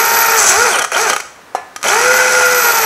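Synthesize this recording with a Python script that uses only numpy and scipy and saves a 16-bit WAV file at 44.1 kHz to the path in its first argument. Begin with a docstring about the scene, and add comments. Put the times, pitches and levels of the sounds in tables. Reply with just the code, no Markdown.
"""Small workshop: a cordless drill bores a ceramic tile on a workbench, in three trigger pulls.
Gear tones follow the mesh rate; random impacts, coloured by the bodies, make the rattle and grinding.
Shaky sines make the bit's squeals and thin whistles; noise bursts and damped modes make the chuck's
clacks and one knock of the bit on the tile. Decaying noise is the room; bench and floor noise lie below.
The close microphone is mono."""
import sys
import numpy as np
from scipy import signal
from scipy.fft import rfft, irfft, next_fast_len
from scipy.io import wavfile
from scipy.ndimage import map_coordinates

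SR = 44100
rng = np.random.default_rng(int(sys.argv[2]) if len(sys.argv) > 2 else 0)


def int16_out(signal):
    """Quantize to a 16-bit WAV file."""
    q = np.round(np.clip(np.atleast_2d(signal).T, -1, 1) * 32767)
    wavfile.write(sys.argv[1], SR, q.astype(np.int16))


N = 125685

# Gear speed, one list per pull [t/s, mesh rate f/Hz]
MESH_SPEED = [
    [(0, 459.6), (.15, 461.7), (.33, 455.4), (.38, 440), (.43, 398.5), (.48, 374.7), (.52, 364.5),
     (.56, 401), (.59, 453.2), (.62, 481.8), (.65, 497.2), (.68, 456.4), (.71, 365.5), (.74, 305),
     (.82, 221.8), (.86, 60.19)],
    [(.918, 150.2), (.948, 224.7), (.97, 339.8), (1.0, 429), (1.03, 467.5), (1.06, 439.5), (1.09, 367.5),
     (1.16, 148.2), (1.21, 60)],
    [(1.83, 79.9), (1.868, 224.9), (1.9, 354.2), (1.93, 412), (1.97, 450.3), (2.01, 479.5), (2.05, 497.8),
     (2.12, 509), (2.25, 507.5), (2.5, 499.7), (2.58, 493.4), (2.65, 475.3), (2.73, 463.2), (2.85, 438.7)],
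]
# Effort, one list per pull [t/s, rattle level/dB, grinding level/dB], before the body gains
PULL_EFFORT = [
    [(0.0, -8, -18), (0.008, -12.5, -19), (0.35, -11.5, -18.5), (0.394, -11.5, -14.5), (0.508, -9.5, -12.5),
     (0.54, -11.5, -18), (0.706, -12.5, -19), (0.802, -15, -33), (0.81, -14.5, -36)],
    [(0.925, -9.5, -26), (0.931, -16.5, -23), (0.959, -13.5, -25.5), (0.967, -10, -19), (1.017, -15, -18.5),
     (1.053, -12.5, -23), (1.103, -12, -20), (1.125, -14, -27)],
    [(1.845, -11.5, -20.5), (1.875, -13.5, -19), (1.885, -13, -16), (1.903, -10.5, -19),
     (2.717, -11.5, -19), (2.733, -14.5, -21.5), (2.761, -11.5, -17.5), (2.797, -12.5, -20.5),
     (2.84, -9, -19)],
]
# Gear tones [multiple of mesh rate, base level/dB, nominal phase roughness/rad]
GEAR_TONES = [(.72, -38, .6), (1, -22.5, .1), (1.72, -32, .5), (2, -27, .22), (2.82, -29, 1),
              (3, -29.5, .3), (4, -28.5, .25), (5, -36, .5)]
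# Pinion tones [multiple of mesh rate, base level/dB]
PINION_TONES = [(10.2, -22), (14, -17.5)]
# Resonances that the pinion tones pass [centre f/Hz, half-width/Hz, level/dB]
PINION_RESONANCES = [(3100, 220, -0.5), (4890, 550, -13)]
# Swell of the gear hum [t/s, level/dB], divided by the tone's multiple above 1
HUM_SWELL = [(0, 0), (.35, -0.5), (.47, -4.5), (.6, 5.5), (.66, 5.5), (.74, -3), (.95, -0.5), (1.03, 2.5),
             (1.12, -3.5), (1.9, 2.5), (1.98, 2.5), (2.15, 0), (2.6, -1.5), (2.85, -3.5)]
# Radiation of the gear tones by the housing [f/Hz, level/dB]
HOUSING_RADIATION = [(120, -27), (220, -23), (290, -20), (370, -6.5), (450, -1), (510, 2.5), (600, 3.5),
                     (740, 3), (920, 7), (1010, -10), (1150, 3.5), (1300, 5.5), (1420, 12.5), (1530, 3.5),
                     (2100, 2.5)]
# Colour of the gearbox and tile [f/Hz, relative level/dB]
LOW_BODY_COLOUR = [(100, -32), (220, -24), (290, -22), (380, -9), (560, -8), (720, -5), (860, -3),
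                   (1030, -6), (1230, -3), (1430, 2), (1650, -6), (2000, -5), (2450, -5), (2750, -12),
                   (4000, -13)]
# Colour of the bit and chuck [f/Hz, relative level/dB]
HIGH_BODY_COLOUR = [(1760, -62), (3000, -4), (3130, -13), (3770, -11), (4260, -7), (4600, -9.5), (5070, -5),
                    (5350, -6), (5620, -0.5), (6270, 0.5), (6820, -4.5), (7880, -4), (8680, -10),
                    (9960, -7), (11500, -14.5), (12500, -13.5), (15600, -36.5)]
# Colour of the bit when it bites hard [f/Hz, relative level/dB]
BIT_COLOUR = [(3000, -19), (5300, -23), (5800, 0), (6500, 3), (6800, -5), (7150, 6), (7450, -6),
              (7900, 4.5), (8600, -17), (9900, -6.5), (12500, -24), (15500, -36)]
# Squeals of the bit in the hole [mid-fade start t/s, mid-fade end t/s, f/Hz, mean level/dB]
BIT_SQUEALS = [(-.02, 0.38, 12110, -21.5), (2.13, 2.198, 12250, -27), (2.444, 2.558, 11970, -29),
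               (2.548, 2.9, 12030, -21.5)]
# Whistles as the motor brakes and starts [start t/s, end t/s, start f/Hz, end f/Hz, level/dB]
MOTOR_WHISTLES = [(0.687, 0.801, 8500, 9170, -27), (.918, 0.953, 10020, 9400, -35)]
# Chuck clacks [t/s, level/dB, low body relative level/dB]
CHUCK_CLACKS = [(.757, -12.5, -13), (0.787, -13, -16), (0.793, -12, -1), (.819, -14.5, 5.5),
                (0.8241, -18, -6), (.841, -17.5, 5), (0.8464, -14, 4), (0.9184, -18, 6), (1.099, -9.5, 0),
                (1.1324, -12, 2), (1.1631, -13.5, 3.5), (1.18, -26, -3), (1.2011, -20, 3),
                (1.204, -25.5, 4), (1.762, -20, 0.5), (1.814, -31.5, -2), (1.829, -15.5, -1.5),
                (1.8404, -18, 7)]
# Steel modes of the chuck [f/Hz, mean relative level/dB, t60/s]
CHUCK_MODES = [(1246, 11, 0.074), (1360, 8, 0.02), (1960, -9.5, 0.23), (3134, -5, 0.077),
               (4290, -4.5, 0.082), (5720, 0.5, 0.074), (6250, -3, 0.079), (6450, -6, 0.099),
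               (7850, -21, 0.058), (7800, -21, 0.056), (10200, -18, .05)]
# Modes of the knocked tile [f/Hz, mean relative level/dB, t60/s]
TILE_MODES = [(560, -6, 0.043), (760, 6.5, 0.026), (880, -3, 0.028), (1205, -3.5, 0.033), (1027, -21, 0.36),
              (1155, -25, 0.31), (1730, -24.5, 0.64), (1960, -33, 0.33), (2440, -45, .08),
              (2830, -28, 0.086), (4130, -32, 0.15), (5600, -28, 0.15)]
# Room decay [f/Hz, t60/s]
ROOM_T60 = [(150, 0.36), (1000, 0.4), (3000, 0.6), (7000, 0.57), (14000, 0.26)]
# Room colour at the tail's start [f/Hz, relative level/dB]
ROOM_TINT = [(100, -2), (500, -0.5), (1500, -4), (4000, -4.5), (12000, -2)]
# Bench noise while the drill runs [f/Hz, relative level/dB]
BENCH_SPECTRUM = [(25, -15), (60, -9), (85, -1.5), (120, -7), (152, 1.5), (185, -10.5), (220, 12),
                  (260, -12), (600, -45)]
# Steady noise floor [f/Hz, relative level/dB]
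FLOOR_SPECTRUM = [(25, -17), (70, -1.5), (200, -1.5), (500, 4), (1500, 4), (3000, -9), (7000, -13.5),
                  (15000, -23)]

SPIN_UP_S, COAST_DB_PER_S, SPEED_WAVER = 0.0048, 338, .0012
RATTLE_DB, GRIND_DB, CROSSOVER_HZ = -4, .5, 3350
BITE_DB = -17  # grinding above this level sets the bit ringing
FADE_S = 0.02
CLACK_T60_S, CLACK_RING_DB = 0.026, -12.5
KNOCK_S, KNOCK_DB, CONTACT_S = 1.5492, -6, 0.00056
CRACK_DB, CRACK_T60_S = -20.5, 0.084
SHIVER_DB, SHIVER_T60_S = -22.5, 0.36
LOW_CUT_HZ = 270
ROOM_DB, ROOM_DELAY_S = -10.5, .006
BENCH_DB, FLOOR_DB = -42, -40.5
BUMP_S, BUMP_HZ, BUMP_DB, BUMP_LENGTH_S = 0.587, 85, -34, .025
CEILING, TOP_HZ = 0.91, 15750


def amp(db):
    """dB to linear gain."""
    return 10 ** (np.asarray(db) / 20)


def unit(x):
    """Scale to rms 1."""
    return x / np.sqrt(np.mean(x ** 2) + 1e-20)


def clock():
    """Sample times in s."""
    return np.arange(N) / SR


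def along(points, hz):
    """Interpolate [f/Hz, value] points on a log frequency axis."""
    f, v = np.transpose(points)
    return np.interp(np.log(hz + 1), np.log(f + 1), v)


def wobble(knots_per_s):
    """Smooth random curve through random knots."""
    return map_coordinates(rng.standard_normal(N // 4), [clock() * knots_per_s], mode="wrap")


def filtered(x, response):
    """Multiply the spectrum of x by response(hz)."""
    m = next_fast_len(N + SR // 2)
    return irfft(rfft(x, m) * response(np.fft.rfftfreq(m, 1 / SR)), m)[:N]


def coloured(x, spectrum):
    """Shape x by a [f/Hz, level/dB] table, rms 1."""
    return unit(filtered(x, lambda hz: amp(along(spectrum, hz))))


def tone(hz, rough, knots_per_s):
    """Sine of rms 1 with a shaking phase."""
    phase = 2 * np.pi * np.cumsum(hz + np.zeros(N)) / SR
    return np.sqrt(2) * np.sin(phase + rough * wobble(knots_per_s))


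def window(start_s, end_s):
    """Gate whose linear fades are centred on the two times."""
    t = clock()
    return np.clip(np.minimum(t - start_s, end_s - t) / FADE_S + .5, 0, 1)


def ring(modes, t):
    """Damped sine modes; levels vary at random from strike to strike."""
    out = 0
    for hz, db, t60_s in modes:
        out = out + amp(db + rng.normal(0, 1.3) - 60 * t / t60_s) * np.sin(2 * np.pi * hz * t)
    return out


def add(out, start_s, x):
    """Mix x into out."""
    part = out[round(start_s * SR):][:len(x)]
    part += x[:len(part)]


def metal(x, t60_s, share):
    """Many close modes of steel and tile, as a decaying noise response added to x."""
    t = np.arange(SR // 4) / SR
    tail = rng.standard_normal(len(t)) * amp(-60 * t / t60_s)
    return x + share * signal.fftconvolve(x, tail / np.linalg.norm(tail))[:N]


def low_body(x):
    """Gearbox and tile colour, steeply cut above the crossover."""
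    def response(hz):
        return amp(along(LOW_BODY_COLOUR, hz)) / np.sqrt(1 + (hz / CROSSOVER_HZ) ** 16)
    return unit(filtered(x, response))


def high_body(x):
    """Bit and chuck colour."""
    return coloured(x, HIGH_BODY_COLOUR)


def controls():
    """Mesh rate/Hz, rattle gain and grinding gain; each pull starts fast and coasts out."""
    t = clock()
    rattle, grind = np.zeros(N), np.zeros(N)
    for pull in PULL_EFFORT:
        s, rattle_db, grind_db = np.transpose(pull)
        spin_up = np.clip((t - s[0]) / SPIN_UP_S + 1, 0, 1)
        coast = amp(-COAST_DB_PER_S * np.maximum(t - s[-1], 0))
        rattle += spin_up * coast * amp(np.interp(t, s, rattle_db))
        grind += spin_up * coast * amp(np.interp(t, s, grind_db))
    mesh_hz = np.interp(t, *np.vstack(MESH_SPEED).T) * (1 + SPEED_WAVER * wobble(40))
    return mesh_hz, rattle, grind


def pinion_gain(hz):
    """Summed resonance gain at hz: the pinion chirps as it passes a peak."""
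    return sum(amp(db) / (1 + ((hz - centre) / width) ** 2) for centre, width, db in PINION_RESONANCES)


def gears(mesh_hz, running):
    """Tones locked to the mesh rate: the housing colours the gears, resonances the pinion."""
    swell_db = np.interp(clock(), *np.transpose(HUM_SWELL))
    out = np.zeros(N)
    for k, db, rough in GEAR_TONES:
        level_db = db + along(HOUSING_RADIATION, k * mesh_hz) + swell_db / max(k, 1) + wobble(24.85)
        out += amp(level_db) * tone(k * mesh_hz, rough, 170)
    for k, db in PINION_TONES:
        gain = amp(db + 3.3 * wobble(120)) * pinion_gain(k * mesh_hz)
        out += gain * tone(k * mesh_hz, 0.41, 400)
    return running * out


def impacts(mesh_hz, hits_per_s, spread_db, turns_per_mesh, swell_db):
    """Dense tiny impacts that swell with each turn of a shaft."""
    hits = (rng.random(N) < hits_per_s / SR) * rng.standard_normal(N)
    turn = np.sin(2 * np.pi * turns_per_mesh * np.cumsum(mesh_hz) / SR)
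    return hits * amp(spread_db * wobble(350) + swell_db * turn)


def gear_rattle(mesh_hz, rattle):
    """Gear backlash: impacts ring the gearbox and tile."""
    hits = impacts(mesh_hz, hits_per_s=8000, spread_db=1.5, turns_per_mesh=0.17, swell_db=2)
    return amp(RATTLE_DB) * rattle * low_body(metal(hits, t60_s=0.038, share=0.34))


def grinding(mesh_hz, grind):
    """The bit crushes grains of tile, and takes its ringing colour when it bites hard."""
    hits = impacts(mesh_hz, hits_per_s=9000, spread_db=2.0, turns_per_mesh=.107, swell_db=0.4)
    grains = metal(hits, t60_s=0.038, share=0.65)
    scrape = np.minimum(grind, amp(BITE_DB))
    bite = np.sqrt(grind ** 2 - scrape ** 2)  # the power above the limit
    return amp(GRIND_DB) * (scrape * high_body(grains) + bite * coloured(grains, BIT_COLOUR))


def squeals():
    """Stick-slip of the bit: high sines, rough in phase and level."""
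    out = np.zeros(N)
    for a, b, hz, db in BIT_SQUEALS:
        out += amp(db + 3.2 * wobble(90)) * window(a, b) * tone(hz, 2.1, 250)
    return out


def whistles():
    """Thin sines that glide as the motor brakes and starts."""
    out = np.zeros(N)
    for a, b, start_hz, end_hz, db in MOTOR_WHISTLES:
        glide_hz = np.interp(clock(), [a, b], [start_hz, end_hz])
        out += amp(db) * window(a, b) * tone(glide_hz, .4, 300)
    return out


def clacks():
    """The chuck slams through its play: short noise clatter and steel modes."""
    out, t = np.zeros(N), np.arange(SR // 4) / SR
    low, high = low_body(rng.standard_normal(N)), high_body(rng.standard_normal(N))
    for s, db, body_db in CHUCK_CLACKS:
        noise = (amp(body_db) * low + high)[round(s * SR):][:len(t)]
        clatter = noise * amp(-60 * t / CLACK_T60_S)
        add(out, s, amp(db) * (clatter + amp(CLACK_RING_DB) * ring(CHUCK_MODES, t)))
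    return out


def knock():
    """The bit is set down: tile modes softened by the contact, a noise crack and a shiver."""
    out, t = np.zeros(N), np.arange(SR // 3) / SR
    crack = high_body(rng.standard_normal(N))[:len(t)] * amp(CRACK_DB - 60 * t / CRACK_T60_S)
    shiver = low_body(rng.standard_normal(N))[:len(t)] * amp(SHIVER_DB - 60 * t / SHIVER_T60_S)
    tile = ring(TILE_MODES, t) * (1 - np.exp(-t / CONTACT_S))
    add(out, KNOCK_S, amp(KNOCK_DB) * (tile + crack + shiver))
    return out


def low_cut(x):
    """Small objects radiate little bass: second-order high-pass."""
    return signal.sosfilt(signal.butter(2, LOW_CUT_HZ, "high", fs=SR, output="sos"), x)


def workshop(x):
    """Room tail: noise whose bands each decay at their own rate."""
    hz, t, z = signal.stft(rng.standard_normal(SR * 2 // 3), SR, nperseg=256)
    decay_db = along(ROOM_TINT, hz)[:, None] - 60 * t / along(ROOM_T60, hz)[:, None]
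    tail = signal.istft(z * amp(decay_db), SR, nperseg=256)[1]
    tail = np.pad(tail, (round(ROOM_DELAY_S * SR), 0))
    return signal.fftconvolve(x, tail / np.linalg.norm(tail))[:N]


def bench(running):
    """Low coloured noise while the drill runs, and one soft low bump with a bell-shaped envelope."""
    rumble = amp(BENCH_DB) * running * coloured(rng.standard_normal(N), BENCH_SPECTRUM)
    bump = np.exp(-((clock() - BUMP_S) / BUMP_LENGTH_S) ** 2) * tone(BUMP_HZ, .2, 44)
    return rumble + amp(BUMP_DB) * bump


def noise_floor():
    """Steady coloured noise."""
    return amp(FLOOR_DB) * coloured(rng.standard_normal(N), FLOOR_SPECTRUM)


def scene():
    """Sum drill, room, bench and floor; same signal in both channels."""
    mesh_hz, rattle, grind = controls()
    running = np.minimum(rattle / amp(-12), 1)
    drill = gears(mesh_hz, running) + gear_rattle(mesh_hz, rattle) + grinding(mesh_hz, grind)
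    drill += squeals() + whistles() + low_cut(clacks() + knock())
    mono = drill + amp(ROOM_DB) * workshop(drill) + bench(running) + noise_floor()
    return np.array([mono, mono])


def record(dry):
    """Round off the peaks, then remove everything above the band limit."""
    soft = dry / (1 + np.abs(dry / CEILING) ** 6) ** (1 / 6)
    return np.array([filtered(ch, lambda hz: hz < TOP_HZ) for ch in soft])


dry = scene()
out = record(dry)
int16_out(out)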